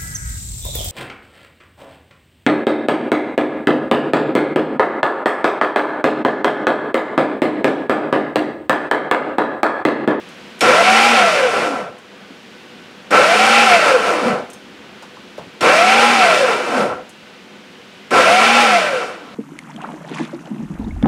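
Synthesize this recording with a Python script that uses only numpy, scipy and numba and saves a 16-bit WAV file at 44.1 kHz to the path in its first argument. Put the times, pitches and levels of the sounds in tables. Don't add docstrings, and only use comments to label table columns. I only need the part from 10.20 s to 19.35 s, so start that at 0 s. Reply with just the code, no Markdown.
import sys
import numpy as np
from scipy import signal
from scipy.fft import rfft, irfft, next_fast_len
from scipy.io import wavfile
from scipy.ndimage import uniform_filter1d
from numba import njit

SR = 44100
rng = np.random.default_rng(int(sys.argv[2]) if len(sys.argv) > 2 else 0)


def attenuation_scalar(level_db):
    decades = np.asarray(level_db, float) / 20
    return 10 ** decades


def unload_wav(signal):
    wavfile.write(
        sys.argv[1],
        SR,
        np.round(np.clip(np.atleast_2d(signal).T, -1, 1) * 32767).astype(np.int16),
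    )


N = 403377

# start_s, peak_db, ring_share_db
STARTS = [
    (0.4078, -5.5, -9.5),
    (2.9072, -16.5, -11),
    (5.4078, -13, -10),
    (7.9074, -18.5, -9),
]


def level(x, db):
    return x * attenuation_scalar(db) / np.sqrt(np.mean(x ** 2))


@njit
def svf(x, hz, width):
    y, b, l = np.empty(len(x)), 0., 0.
    g, k = np.tan(np.pi * hz / SR), width / hz
    for i in range(len(x)):
        v = (b + g * (x[i] - l)) / (1 + g * (g + k))
        b, l, y[i] = 2 * v - b, l + 2 * g * v, k * v
    return y


def steep_band(x, hz, width):
    return svf(svf(x, float(hz), float(width)), float(hz), float(width))


def colour(x, spectrum, modes):
    size = next_fast_len(len(x))
    f = np.arange(size // 2 + 1) * SR / size + 1
    hz, db = np.transpose(spectrum)
    power = 1 + sum(attenuation_scalar(2 * d) / (1 + (2 * (f - c) / w) ** 2) for c, w, d in modes)
    gain = attenuation_scalar(np.interp(np.log(f), np.log(hz), db)) * np.sqrt(power)
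    return irfft(rfft(x, size) * gain, size)[:len(x)]


def split(x, low_hz, high_hz):
    low, below = (signal.sosfiltfilt(signal.butter(2, f, fs=SR, output="sos"), x) for f in (low_hz, high_hz))
    return low, below - low, x - below


def walk(rate):
    k = int(SR / rate)
    held = np.repeat(rng.standard_normal(N // k + 1), k)
    return 1.3 * uniform_filter1d(uniform_filter1d(held, k), k)[:N]


def burst(s, t60):
    t = np.arange(N) / SR - s
    return (t >= 0) * np.exp(-np.log(1000) * np.clip(t, 0, 2) / t60)


def motor_state():
    # power_on_s, top_mesh_hz, stall_hz, coast_load_db, shudder_db
    pulses = [
        (0.505, 855, 198, -0.5, 2.5),
        (0.51, 849, 170, 1.5, 7),
        (0.51, 866, 115, 0, 7.5),
        (0.51, 866.5, 153, -1, -7),
    ]
    snatch_hz, climb_s = 306.7, .175
    coast_s, friction_hz = 2.5, 1712
    creep_hz = 45

    t, kick = np.arange(N) / SR, np.transpose(STARTS)[0]
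    k = np.searchsorted(kick - .03, t) - 1
    row = np.transpose(pulses)[:, np.maximum(k, 0)]
    since = np.maximum(t - kick[k], 0) + 9 * (k < 0)
    on_s, top_hz = row[:2]
    climb = top_hz - (top_hz - snatch_hz) * np.exp(-np.minimum(since, on_s) / climb_s)
    hz = (climb + friction_hz) * np.exp(-np.maximum(since - on_s, 0) / coast_s) - friction_hz
    hz = creep_hz * np.logaddexp(0, hz / creep_hz)
    off = np.clip((since - on_s) / 0.13, 0, 1)
    return uniform_filter1d(np.maximum(hz, 1), 900), since, off, row


def floor_db():
    duck_db = [-3.5, -0.5, -1, 1]
    early_db, settle_s, recover_s = 3, 4.8, .25
    t = np.arange(N) / SR
    pulse = np.maximum(np.searchsorted(np.transpose(STARTS)[0], t) - 1, 0)
    sunk_db = (motor_state()[0] > 60) * np.array(duck_db)[pulse]
    hold = np.exp(-1 / (recover_s * SR))
    return -40.5 + early_db * np.exp(-t / settle_s) + signal.lfilter([1 - hold], [1, -hold], sunk_db)


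def kitchen():
    # floor_hz, density_db
    floor_spectrum = [(15, -70), (25, -54), (64, -16.5), (145, -10), (200, -2), (301, -3.5), (326, -7),
                      (373, -0.5), (416, -7), (489, -3.5), (531, -7.5), (911, -10.5), (2990, -10.5),
                      (6560, -26), (16000, -44.5)]
    # centre_hz, width_hz, over_floor_db
    hum_modes = [(208, 38, 3.5), (496, 10, 5), (1504, 47, 3.5)]
    noise = level(colour(rng.standard_normal(N), floor_spectrum, hum_modes), 0)
    low, mid, high = split(noise, 410, 2200)
    air = low * attenuation_scalar(0.94 * walk(16)) + mid * attenuation_scalar(0.81 * walk(6)) + high * attenuation_scalar(.5 * walk(2.66))
    return air * attenuation_scalar(floor_db())


def ticks():
    # start_s, peak_db, ring_share_db
    tick_events = [
        (0.0882, -42, 0),
        (0.3915, -34, -15),
        (1.7833, -44, -6),
        (4.3006, -33.5, -6),
        (4.3321, -30.5, -5),
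        (6.8922, -35.5, -9),
    ]
    # mode_hz, level_db, t60_s
    metal_modes = [(6360, -7, 0.12), (8700, 0, 0.032), (9400, -11, .03), (10400, -40, .04)]
    t, out = np.arange(N) / SR, 0
    for s, db, ring_db in tick_events:
        crack = burst(s, 0.081) * svf(svf(rng.standard_normal(N), 7900.0, 7000.), 7100.0, 7000.)
        ring = sum(attenuation_scalar(d) * burst(s, t60) * np.sin(2 * np.pi * hz * t) for hz, d, t60 in metal_modes)
        out = out + attenuation_scalar(db) * (crack + attenuation_scalar(ring_db - 3.5) * ring)
    return out


def running():
    switched = np.transpose(STARTS)[0] - .003
    t = np.arange(N) / SR
    return 1 - sum(burst(s, 0.06) + (np.abs(t - s + .05) < .05) for s in switched)


def kicks():
    noise = rng.standard_normal(N)
    crack = sum(attenuation_scalar(db) * burst(s, 0.15) for s, db, _ in STARTS) * noise
    shiver = sum(attenuation_scalar(db + ring_db) * burst(s, 0.17) for s, db, ring_db in STARTS) * noise
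    body = steep_band(crack, 2400, 3000)
    edge = svf(svf(crack, 6500.0, 3700.0), 6500.0, 4100.0)
    return attenuation_scalar(2.0) * (body + attenuation_scalar(-9) * edge) + attenuation_scalar(12.5) * steep_band(shiver, 5400, 500)


def growl():
    since = motor_state()[1] / 0.041
    rumble = steep_band(rng.standard_normal(N), 334, 390)
    return level(rumble, -18.5) * since * np.exp(1 - since)


def effort_db(power, surge_db, share):
    surge_s = 0.05
    shudder_hz, shudder_width_hz = 231, 71
    fade_s, fade_db_per_s = 8.553, 28
    hz, since, off, (_, _, stall_hz, coast_db, shudder_db) = motor_state()
    stall = -1.47 * 10 * np.log10(1 + (stall_hz / hz) ** 4)
    surge = surge_db * since / surge_s * np.exp(1 - since / surge_s)
    shudder = share * shudder_db / (1 + (2 * (hz - shudder_hz) / shudder_width_hz) ** 2)
    fade = -fade_db_per_s * np.maximum(np.arange(N) / SR - fade_s, 0)
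    return power * 20 * np.log10(hz / 830) + surge + stall + off * (coast_db + shudder) + fade


def whine():
    # centre_hz, width_hz, gain_db
    whine_modes = [(231, 105, 16.5), (514, 87, 20.5), (695, 183, 17.5), (848, 58, 12.5)]
    gear_per_rotor = 3.47
    hz, _, off, _ = motor_state()
    body = np.sqrt(1 + sum(attenuation_scalar(2 * d) / (1 + (2 * (hz - c) / w) ** 2) ** 2 for c, w, d in whine_modes))
    speed = hz / 830
    turn = 2 * np.pi * np.cumsum(hz) / SR
    slack = 1 + 2.2 * np.clip(.7 - speed, 0, 1)
    dropout_db = -5 * slack * walk(75) ** 2 * (.55 + .45 * off)
    teeth = turn + .45 * slack * walk(90)
    tone = np.sin(teeth) + attenuation_scalar(-11.5) * np.sin(3 * teeth)
    mesh = tone * body * attenuation_scalar(-23 + effort_db(power=1, surge_db=-1, share=0.37) + dropout_db)
    wobble = np.sin(turn / gear_per_rotor + 0.11 * walk(30))
    rotor = wobble * speed ** 3.5 * attenuation_scalar(1.1 * walk(27))
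    return mesh + attenuation_scalar(-20) * svf(svf(rotor, 249.0, 160.0), 244.0, 160.0)


def rattle():
    # hail_hz, density_db
    hail_spectrum = [(25, -66), (70, -33), (145, -18.5), (230, -11.5), (440, -5.5), (800, -7), (1350, -9),
                     (2400, -11), (3900, -23.5), (7000, -31), (9600, -32.5), (10600, -42.5), (13500, -48.5),
                     (16000, -60)]
    # centre_hz, width_hz, over_hail_db
    housing_modes = [(218, 21, 3.5), (501.5, 34, 11.5), (596, 18, 9), (733, 58, 8.5), (1031, 78, 4),
                     (1353, 78, 12), (1534, 12, 9.5), (1980, 38, 2.5), (2330, 100, 4.5), (2668, 136, 4),
                     (3010, 74, 1.5), (3610, 25, 6), (4390, 37, 1.5), (5250, 1300, -2)]
    # full_speed_db, speed_power, starting_surge_db, shudder_share
    layer_laws = [(-18, 0.63, 10, 0.19), (-16.5, 0.033, 2.5, 0.56), (-15.5, 2.05, 6.5, 0.82),
                  (-25, 1.58, 7, 1)]
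    strengths = attenuation_scalar(np.minimum(2.2 * rng.exponential(size=N), 12))
    hits = (rng.random(N) < 2500 / SR) * strengths
    hail = rng.standard_normal(N) * np.sqrt(1 + 4 * uniform_filter1d(hits ** 2, 80))
    thud, buzz, bright = split(colour(hail, hail_spectrum, housing_modes), 643, 1760)
    clatter, _, fan = split(bright, 5300, 3890)
    buzz_db, thud_db, clatter_db, fan_db = (db + effort_db(*law) for db, *law in layer_laws)
    buzz = level(buzz, 0) * attenuation_scalar(buzz_db + 1.8 * walk(40))
    thud = level(thud, -8.0) * attenuation_scalar(thud_db + 1.1 * walk(45))
    clatter = level(clatter, 0) * attenuation_scalar(clatter_db + 1.3 * walk(30))
    fan = level(fan, 0) * attenuation_scalar(fan_db + .8 * walk(20))
    tumble_db = (.5 + 1.2 * motor_state()[2]) * walk(14)
    return attenuation_scalar(tumble_db) * (thud + buzz + clatter + fan)


def bumps():
    # start_s, peak_db, centre_hz, width_hz, t60_s
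    bump_events = [
        (2.103, -31.5, 220, 90, 0.14),
        (4.692, -36, 300, 300, 0.12),
        (4.824, -32, 695, 900, 0.13),
        (4.823, -40, 3000, 5000, 0.12),
        (4.97, -36, 1100, 400, .08),
        (5.179, -26, 545, 600, 0.19),
        (5.195, -33, 200, 150, 0.3),
        (5.181, -43, 2490, 4000, 0.14),
        (5.27, -39, 250, 300, 0.12),
        (7.805, -41, 2030, 60, 0.2),
    ]
    noise = rng.standard_normal(N)
    return sum(burst(s, t60) * level(steep_band(noise, hz, width), db)
               for s, db, hz, width, t60 in bump_events)


def scene():
    motor = running() * whine()
    near = motor + running() * rattle() + kicks() + ticks() + bumps() + growl()
    t = np.arange(SR // 3) / SR
    tails = rng.standard_normal((2, len(t))) * np.exp(-np.log(1000) * t / 0.4) * (t > .004)
    wet, wide = (signal.fftconvolve(near, tail)[:N] / np.sqrt(np.sum(tail ** 2)) for tail in tails)
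    mid = near + attenuation_scalar(-9.5) * svf(wet, 2660.0, 9700.0) + kitchen()
    lean = attenuation_scalar(-32) * np.roll(motor, 12) + attenuation_scalar(-30.0) * svf(mid, 150., 710.0)
    side = lean + attenuation_scalar(-32.5) * svf(wide, 4900.0, 4000.) + attenuation_scalar(-21.5) * svf(kitchen(), 200., 900.)
    return np.array([mid + side, mid - side])


def top_cut(x):
    return signal.sosfilt(signal.butter(12, 16240, fs=SR, output="sos"), x)


def record(dry):
    rounded = .94 * dry / (1 + dry ** 4) ** .25
    no_top = signal.sosfilt(signal.ellip(10, .2, 70, 15750, fs=SR, output="sos"), rounded)
    mix = signal.sosfilt(signal.butter(2, 50, "high", fs=SR, output="sos"), no_top)
    return top_cut(mix)


dry = scene()
out = record(dry)
unload_wav(out)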